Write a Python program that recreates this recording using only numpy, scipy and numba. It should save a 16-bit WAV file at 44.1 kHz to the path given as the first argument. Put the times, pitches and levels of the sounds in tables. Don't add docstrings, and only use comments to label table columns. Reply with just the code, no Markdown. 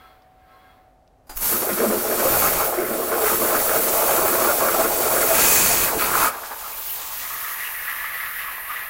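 import sys
import numpy as np
from scipy import signal
from scipy.fft import rfft, irfft, next_fast_len
from scipy.io import wavfile
from numba import njit

SR = 44100
rng = np.random.default_rng(int(sys.argv[2]) if len(sys.argv) > 2 else 0)


def materialize(psi):
    bounded = np.clip(np.atleast_2d(psi).T, -1, 1)
    quanta = np.round(bounded * 32767).astype(np.int16)
    wavfile.write(sys.argv[1], SR, quanta)


N = 392049
T = np.arange(N) / SR
HZ = np.maximum(np.fft.rfftfreq(2 * next_fast_len(N // 2 + SR), 1 / SR), 1)
PADDED = 2 * (len(HZ) - 1)
ARC_ON_S, ARC_OFF_S, AIR_ON_S = 1.428, 6.287, 6.31

# freq_hz, gain_db
RUMBLE_SPECTRUM = [(15, -1.5), (30, 0), (70, -6), (130, -3.5), (250, -7), (2000, -54)]
# freq_hz, width_hz, lift_db
KERF_MODES = [(2480, 230, 9.5), (4460, 120, 6), (6320, 250, 12), (6650, 170, 9), (7070, 330, 9.5),
              (7600, 300, 8), (9550, 450, 10), (10300, 450, 11)]


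def undb(db):
    return 10 ** (np.asarray(db) / 20)


def unit(x):
    return x / np.std(x)


def filtered(x, gain):
    return irfft(rfft(x, PADDED) * gain)[:N]


def slope(points):
    hz, db = np.transpose(points)
    return undb(np.interp(np.log(HZ), np.log(hz), db))


def resonant(modes):
    return 1 + sum((undb(db) - 1) / (1 + 1j * hz / width_hz * (HZ / hz - hz / HZ))
                   for hz, width_hz, db in modes)


def sweep(x, hz, width_hz):
    carrier = np.exp(2j * np.pi * np.cumsum(hz) / SR)
    pole = np.exp(-np.pi * width_hz / SR)
    return np.real(signal.lfilter([1 - pole], [1, -pole], x / carrier) * carrier)


def curve(table):
    time_s, *columns = np.transpose(table)
    return [np.interp(T, time_s, column) for column in columns]


def held(start_s, end_s, rise_s, fall_s):
    return np.exp(np.minimum(T - start_s, 0) / rise_s - np.maximum(T - end_s, 0) / fall_s)


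def step(middle_s, width_s):
    return .5 + .5 * np.tanh((T - middle_s) / (2 * width_s))


def fade(start_s, t60_s):
    return (T >= start_s) * np.exp(-np.log(1000) * np.maximum(T - start_s, 0) / t60_s)


def walk(rate_hz):
    steps = rng.standard_normal(N // 20)
    return 1.53 * np.interp(T * rate_hz, np.arange(len(steps)), steps)


def noise(gain):
    return unit(filtered(rng.standard_normal(N), gain))


def crackle(per_s, spread_db):
    clicks = (rng.random(N) < per_s / SR) * rng.standard_normal(N)
    return clicks * undb(spread_db * rng.standard_normal(N))


@njit
def ring(kicks, hz, cycles, glide):
    out = np.zeros(len(kicks))
    for i in np.nonzero(kicks)[0]:
        life = int(cycles * SR / hz[i]) + 1
        phase, size, decay = 0., kicks[i], np.exp(-6. / life)
        for j in range(min(life, len(kicks) - i)):
            phase += 2 * np.pi * hz[i] * (1 + glide * j / life) / SR
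            size *= decay
            out[i + j] += size * np.sin(phase)
    return out


def bubbles(hz, per_s, octaves, cycles, spread_db, glide=0.2):
    pitch_hz = hz * 2 ** (octaves * np.clip(rng.standard_normal(N), -2, 2))
    kicks = crackle(per_s, spread_db) * np.sqrt(pitch_hz)
    return ring(kicks, pitch_hz, float(cycles), float(glide))


def room(x, echoes=14):
    early = 0
    for lag, size, travel in rng.random((echoes, 3)):
        delay_s = .002 + .02 * lag + 0.0002444 * (travel - .5) * T
        early = early + (.5 + size) * np.interp(T - delay_s, T, x)
    tail = rng.standard_normal(N) * fade(0.01215, t60_s=0.3)
    late = filtered(x, rfft(tail / np.linalg.norm(tail), PADDED))
    wet = undb(-6.5) * early / np.sqrt(echoes) + undb(-12) * late
    tilt = slope([(100, -17), (450, -6.5), (2000, -1.5), (13000, 4)])
    return (x + filtered(wet, tilt)) * undb(-0.5)


def workshop():
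    # freq_hz, gain_db
    vent_spectrum = [(15, -12), (48, 0), (130, -7), (180, -14), (450, -14), (650, -9), (800, -12),
                     (1000, -21), (1700, -27), (2600, -34), (5000, -38.5), (15500, -44)]
    # pitch_hz, level_db
    hum = [(258.4, -73), (646, -71)]
    # time_s, level_db
    whine = [(0, -56.5), (.85, -58), (1.3, -72)]
    # start_s, level_db, t60_s
    tick_events = [(.221, -63, .06), (1.0765, -54, .016)]
    vent_db, whine_hz = -57.5, 748.3
    fans = sum(np.sqrt(2) * undb(db + walk(10)) * np.sin(2 * np.pi * hz * T + 0.5 * walk(10))
               for hz, db in hum + [(whine_hz, curve(whine)[0])])
    ticks = noise(slope([(2000, -20), (3500, 2), (5500, 0), (8000, -22)]))
    ticks *= sum(undb(db) * fade(start_s, t60_s) for start_s, db, t60_s in tick_events)
    return noise(slope(vent_spectrum)) * undb(vent_db) + fans + ticks


def lift_motor():
    # start_s, length_s, level_db
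    moves = [(0, 0.059, -53), (0.524, 0.18, -57)]
    # pitch_hz, gain_db
    partials = [(1073, -6), (1314, -7), (1610, -11), (2116, -13), (3332, -14.5), (4151, -23), (4533, -27)]
    ramp_s = 0.39
    rasp = noise(slope([(300, -2.5), (1200, 1.5), (1700, -1), (2800, -9), (4500, -14), (6500, -26),
                        (15000, -16)]))
    tones = sum(np.sqrt(2) * undb(db + 3 * walk(35)) * np.sin(2 * np.pi * hz * T + 1.2 * walk(45))
                for hz, db in partials)
    out = 0
    for start_s, length_s, db in moves:
        speed = np.clip(1 - np.maximum(start_s - T, T - start_s - length_s) / ramp_s, 0, 1)
        out = out + undb(db) * speed ** 2 * (rasp + tones * speed ** 2)
    return out


def ignition():
    # start_s, level_db, t60_s
    knock_events = [(1.268, -51, 0.14), (1.293, -33, 0.23)]
    # freq_hz, gain_db
    valve_spectrum = [(100, -37), (281, -7), (627, -11), (727, -0.5), (3390, -23), (4860, -19), (5400, -25),
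                      (12300, -15), (15500, -21)]
    # start_s, level_db, pitch_hz, t60_s
    puff_events = [(1.294, -35, 27, 0.28), (1.359, -28, 29.4, 0.38)]
    spark_s, spark_length_s, spark_db = 1.371, 0.0058, -19
    knocks = noise(slope(valve_spectrum) * resonant([(4960, 250, 11), (6900, 300, 5.7)]))
    knocks *= sum(undb(db) * fade(start_s, t60_s) * step(start_s + 0.0018, .001)
                  for start_s, db, t60_s in knock_events)
    puffs = sum(undb(db) * fade(start_s, t60_s) * np.sin(2 * np.pi * hz * (T - start_s))
                for start_s, db, hz, t60_s in puff_events)
    spark_colour = slope([(200, -11), (1500, -2), (4500, -12), (6500, 0), (9000, -8), (14000, 8.5)])
    spark = unit(filtered(crackle(6000, spread_db=-3), spark_colour)) * undb(spark_db)
    spark *= held(spark_s, spark_s + spark_length_s, rise_s=0.0053, fall_s=.004)
    return knocks + puffs + spark


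def spurts():
    # start_s, length_s, pitch_hz, level_db
    events = [(6.636, 0.027, 1250, -32.5), (6.718, 0.023, 2400, -42), (6.882, 0.03, 2900, -45),
              (7, 0.028, 1060, -39.5), (7.289, .09, 1180, -37), (7.235, .035, 2080, -43),
              (7.42, 0.12, 1206, -36.5), (7.545, 0.12, 1920, -37.5), (7.643, 0.033, 2700, -38),
              (7.862, 0.045, 1850, -35), (7.95, .16, 1790, -36.5), (8.166, 0.055, 1220, -37),
              (8.19, 0.071, 2000, -40), (8.427, 0.06, 1130, -34.5), (8.668, .07, 1187, -32),
              (8.76, .08, 1880, -38)]
    edge_s, scatter_octaves, cycles, glide = .008, .045, 38., .05
    out, t = np.zeros(N + SR), T[:SR // 3]
    kicks = np.resize(crackle(3000, spread_db=-0.5), len(out))
    scatter = 2 ** (scatter_octaves * rng.standard_normal(len(out)))
    for start_s, length_s, hz, db in events:
        span = slice(int(start_s * SR), int(start_s * SR) + len(t))
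        envelope = (1 - np.exp(-t / edge_s)) * np.exp(-np.maximum(t - length_s, 0) / edge_s)
        out[span] += undb(db) * envelope * unit(ring(kicks[span], hz * scatter[span], cycles, glide))
    return out[:N]


def puddle(covered_s):
    slosh_db, burble_db = -29.5, -46
    froth_s, froth_db, thinning_db_per_s = 7.42, -33.5, 2
    covered = step(covered_s, 0.05)
    gurgle_hz = np.interp(covered, [0, 1], [988, 1208]) * np.exp(0.045 * walk(16))
    octaves = np.interp(covered, [0, 1], [.24, .11])
    gurgle = unit(bubbles(gurgle_hz, per_s=3000, octaves=octaves, cycles=20, spread_db=1.5, glide=.05))
    gurgle *= undb(np.interp(covered, [0, 1], [-43.5, -38.5]) + 1.8 * walk(24))
    slosh = unit(bubbles(760, per_s=6000, octaves=0.52, cycles=14, spread_db=.5))
    slosh *= undb(slosh_db) * fade(ARC_OFF_S, t60_s=3.2) + covered * undb(burble_db)
    slosh *= undb(1.9 * walk(25))
    froth = unit(bubbles(1820, per_s=3000, octaves=0.094, cycles=24, spread_db=1, glide=0.091))
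    fizz = unit(bubbles(2400, per_s=2300, octaves=0.088, cycles=8.2, spread_db=-2))
    foam = (froth + fizz * undb(-9)) * step(froth_s, 0.21)
    foam *= undb(froth_db - thinning_db_per_s * (T - froth_s) + walk(20))
    tilt = slope([(150, -17), (500, -10.5), (1000, -2.5), (2700, 3.5), (7000, 9.5)])
    return step(AIR_ON_S, 0.0079) * filtered(gurgle + spurts() + slosh + foam, tilt)


def cooling_air(covered_s):
    # freq_hz, gain_db
    hiss_spectrum = [(4000, -48), (8000, -11), (9500, -1.5), (11500, 2), (13500, 4), (15500, 3.5)]
    spray_spectrum = [(200, -9.5), (600, 0), (1500, 1), (2800, 3), (4500, 1.5), (7000, 3), (10000, -1.5),
                      (15500, -4)]
    draught_spectrum = [(20, 5.5), (45, 12), (80, -9), (130, -2.5), (200, -22), (1000, -49)]
    # time_s, level_db
    flow = [(6.36, -39.5), (6.63, -35), (6.93, -28.5), (7.0, -33.5), (7.12, -31.5), (7.45, -31),
            (8.88, -36)]
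    # time_s, centre_hz
    hiss_band = [(6.6, 13200), (6.95, 15200), (7.2, 14600), (7.55, 12800), (8.2, 13000)]
    spray_peak_db, grow_db_per_s, drown_db_per_s, draught_db = -35.5, 7, 15, -56.5
    hiss = unit(sweep(noise(slope(hiss_spectrum)), curve(hiss_band)[0], width_hz=5600))
    hiss *= undb(curve(flow)[0] + 0.65 * walk(70))
    spray = unit(filtered(crackle(12000, spread_db=1.5), slope(spray_spectrum)))
    drop_db = np.maximum(grow_db_per_s * (covered_s - T), drown_db_per_s * (T - covered_s))
    spray *= undb(spray_peak_db - drop_db + walk(50))
    draught = noise(slope(draught_spectrum)) * undb(draught_db)
    return step(AIR_ON_S, 0.014) * (hiss + spray + draught)


def plunge():
    # time_s, pitch_hz, level_db
    gulp = [(5.88, 1430, -27), (5.925, 1010, -29), (5.955, 615, -23.5), (5.972, 290, -25)]
    hz, db = curve(gulp)
    swarm = bubbles(hz, per_s=5000, octaves=0.19, cycles=7.6, spread_db=3, glide=.02)
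    return unit(swarm) * undb(db) * held(gulp[0][0], gulp[-1][0], rise_s=.012, fall_s=0.01)


def glugs():
    # start_s, length_s, pitch_hz, level_db
    events = [(1.709, 0.031, 241, -25), (1.797, 0.039, 430, -19), (1.829, 0.019, 560, -17.5),
              (1.854, 0.046, 224, -21), (2.25, 0.034, 531, -18.5), (2.785, 0.035, 353, -20),
              (3.11, 0.06, 486, -22), (3.21, 0.05, 441, -21.5), (4.228, 0.025, 397, -19),
              (4.475, 0.023, 1303, -19), (4.486, 0.018, 553, -15.5), (4.724, 0.091, 661, -22),
              (5.293, .03, 662, -20), (6.26, 0.02, 1115, -15.5)]
    rise_s, fall_s, glide_per_s = 0.0082, 0.0078, 0.59
    out, t = np.zeros(N + SR), T[:SR // 4]
    wobble = 0.0537 * walk(70)
    for start_s, length_s, hz, db in events:
        span = slice(int(start_s * SR), int(start_s * SR) + len(t))
        pitch_hz = hz * (1 + glide_per_s * (t - length_s / 2) + wobble[span])
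        envelope = (1 - np.exp(-t / rise_s)) * np.exp(-np.maximum(t - length_s, 0) / fall_s)
        out[span] += undb(db) * envelope * np.sin(2 * np.pi * np.cumsum(pitch_hz) / SR)
    return out[:N]


def churn():
    # freq_hz, width_hz, lift_db
    tank_modes = [(238, 53, 6), (348.5, 54, 9.5), (438, 65, 4), (533, 71, 6.5), (661, 125, 7), (820, 33, 6),
                  (1043, 140, 5), (1323, 290, 7.5), (2240, 270, 10.5)]
    # time_s, pitch_hz
    big_pitch = [(1.5, 560), (1.72, 370), (1.82, 460), (1.91, 245), (2.26, 527), (2.65, 584), (2.8, 371),
                 (3.5, 490), (4.8, 523), (6.28, 490)]
    # time_s, level_db
    boil_levels = [(1.54, -32.5), (2.3, -27.5), (5.3, -25.5), (5.6, -31), (6.29, -31.5)]
    # start_s, length_s, big_db, small_db
    gulps = [(1.536, 0.019, -22.5, -30.5), (1.625, 0.11, -26, -33), (1.794, 0.057, -18, -26),
             (1.898, 0.082, -22.5, -32.5), (2.054, 0.095, -23, -32.5), (2.185, 0.11, -22, -28),
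             (2.32, 0.055, -22, -25.5), (2.426, 0.047, -22, -25.5), (2.583, 0.052, -26.5, -21.5),
             (2.782, 0.037, -22.5, -42), (2.865, 0.14, -23, -35), (3.105, 0.19, -25.5, -28.5),
             (3.273, 0.071, -26.5, -25), (3.427, 0.033, -22, -24.5), (3.501, 0.062, -23.5, -24.5),
             (3.689, 0.086, -24, -28), (3.958, 0.24, -23.5, -26), (4.196, 0.32, -25.5, -26.5),
             (4.448, 0.043, -24, -23), (4.61, 0.077, -22.5, -23), (4.727, 0.022, -23, -25),
             (4.791, 0.065, -21.5, -24.5), (5.06, 0.26, -25, -28.5), (5.328, 0.049, -30, -24),
             (6.022, 0.1, -30.5, -22.5), (6.107, 0.12, -32, -22.5), (6.21, 0.057, -34, -20)]
    rise_s, fall_s, wander = 0.017, 0.026, .13
    big_hz = curve(big_pitch)[0] * np.exp(wander * walk(22))
    big = bubbles(big_hz, per_s=4000, octaves=0.43, cycles=9.3, spread_db=1.56, glide=0.013)
    small_hz = 1183 * np.exp(wander / 2 * walk(25))
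    small = bubbles(small_hz, per_s=3000, octaves=0.25, cycles=16, spread_db=3.5)
    tank = resonant(tank_modes)
    big_colour = slope([(80, -16), (170, -19.5), (225, -6.5), (285, -10), (350, -5), (750, 1),
                        (1400, -10), (4000, -25)])
    small_colour = slope([(200, -12), (800, -5), (2300, -1), (4000, 5.5)])
    big = unit(filtered(big, tank * big_colour))
    small = unit(filtered(small, tank * small_colour))
    boil = held(boil_levels[0][0], ARC_OFF_S, rise_s, fall_s) * undb(curve(boil_levels)[0])
    big_gain, small_gain = boil, boil * undb(-7.5)
    for start_s, length_s, big_db, small_db in gulps:
        gulp = held(start_s, start_s + length_s, rise_s, fall_s)
        big_gain = np.maximum(big_gain, gulp * undb(big_db))
        small_gain = np.maximum(small_gain, gulp * undb(small_db))
    flutter, small_flutter = undb(0.82 * walk(45)), undb(0.52 * walk(70))
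    return flutter * (big * big_gain + small * small_gain * small_flutter)


def flares():
    # start_s, length_s, rumble_db, crackle_db
    bursts = [(2.25, 0.34, -35.5, -36), (5.34, 0.11, -43, -25.5), (5.608, 0.26, -39, -29),
              (5.989, 0.055, -47, -27.5), (6.171, 0.085, -38, -30.5)]
    # freq_hz, gain_db
    crackle_spectrum = [(200, 1), (900, 3), (1700, 6), (2400, 0.5), (3400, 0), (5000, -3), (7000, -32),
                        (12000, -28)]
    rumble = noise(slope(RUMBLE_SPECTRUM))
    clicks = crackle(6000, spread_db=4.5)
    coarse = unit(filtered(clicks, slope(crackle_spectrum) * resonant(KERF_MODES)))
    out = np.zeros(N)
    for start_s, length_s, rumble_db, crackle_db in bursts:
        envelope = held(start_s, start_s + length_s, rise_s=0.0038, fall_s=0.034)
        out += envelope * (rumble * undb(rumble_db) + coarse * undb(crackle_db))
    return out


def pierce():
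    # start_s, length_s, pitch_hz, level_db
    tones = [(1.43, .12, 11200, -36), (1.43, .14, 14650, -33), (2.25, .26, 12900, -29),
             (2.32, .18, 14900, -33)]
    out = np.zeros(N)
    for start_s, length_s, hz, db in tones:
        band = unit(sweep(rng.standard_normal(N), hz + 40 * walk(8), width_hz=160))
        out += undb(db) * band * held(start_s, start_s + length_s, rise_s=0.05, fall_s=0.05)
    return out * step(ARC_ON_S, .01)


def torch():
    # time_s, jet_db, slag_db
    blowback = [(1.42, -20.5, -28.5), (1.5, -21, -27), (1.66, -26.5, -32.5), (2.06, -27.5, -32),
                (2.45, -20.5, -25.5), (2.5, -24, -29), (2.66, -25.5, -30), (2.73, -30.5, -36),
                (2.84, -30.5, -37), (3.16, -28.5, -34.5), (3.26, -22, -26.5), (3.38, -23.5, -29.5),
                (4.06, -22.5, -27.5), (4.91, -25, -29), (5.33, -21.5, -25), (5.36, -19.5, -23),
                (5.53, -18.5, -18.5), (5.74, -21.5, -22), (5.85, -21, -26.5), (5.94, -30.5, -32),
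                (6.02, -23, -29.5), (6.08, -26, -30), (6.24, -21.5, -26.5), (6.28, -28, -28.5)]
    # freq_hz, gain_db
    jet_spectrum = [(2500, -31), (6000, -25.5), (8500, -8.5), (10500, 2.5), (13000, 3.5), (15500, -2)]
    slag_spectrum = [(60, 3), (600, 2.5), (1000, 8), (2000, 2.5), (3100, -1.5), (5700, -2), (8500, 3),
                     (15500, -22)]
    # freq_hz, width_hz, lift_db
    gap_modes = [(7720, 410, 6.5), (10430, 240, 3), (15000, 1000, 4.5)]
    # freq_hz, width_hz, lift_db
    plate_modes = [(4560, 220, 4), (5050, 200, -3.5), (5500, 260, 4.5)]
    # time_s, low_hz, low_db, high_hz, high_db
    whistles = [(1.5, 12700, -11, 14300, -8), (2.6, 12900, -11, 14600, -4), (3.65, 13400, -9, 15200, -5),
                (4.95, 13300, -7, 15400, -5), (6.2, 13600, -7, 15550, -7)]
    rumble_db, flutter_db = -48.5, 2.5
    jet_db, slag_db = curve(blowback)
    low_hz, low_db, high_hz, high_db = curve(whistles)
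    jet = noise(slope(jet_spectrum) * resonant(gap_modes))
    for hz, db in ((low_hz, low_db), (high_hz, high_db)):
        jet += undb(db) * unit(sweep(rng.standard_normal(N), hz + 80 * walk(9), width_hz=300))
    jet = unit(jet) * undb(jet_db + .5 * walk(90))
    spatter = filtered(crackle(20000, spread_db=1), slope(slag_spectrum))
    kerf_share = 1 / (1 + undb(-2 * (slag_db + 24)))
    slag = unit(spatter) * (1 - kerf_share) + unit(filtered(spatter, resonant(KERF_MODES))) * kerf_share
    slag *= undb(slag_db + 0.63 * walk(60))
    rumble = noise(slope(RUMBLE_SPECTRUM)) * undb(rumble_db + flutter_db * walk(14))
    arc_on = held(ARC_ON_S, ARC_OFF_S, rise_s=0.026, fall_s=0.0046)
    return arc_on * (filtered(jet + slag, resonant(plate_modes)) + rumble)


def scene():
    covered_s = 7.224
    cutting = torch() + pierce() + flares() + churn() + glugs() + plunge()
    after_cut = cooling_air(covered_s) + puddle(covered_s)
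    mono = room(cutting + after_cut + ignition()) + lift_motor() + workshop()
    return np.array([mono, mono])


def record(dry):
    cutoff_hz = 15800
    return signal.sosfilt(signal.ellip(12, .1, 80, cutoff_hz, fs=SR, output="sos"), dry)


dry = scene()
out = record(dry)
materialize(out)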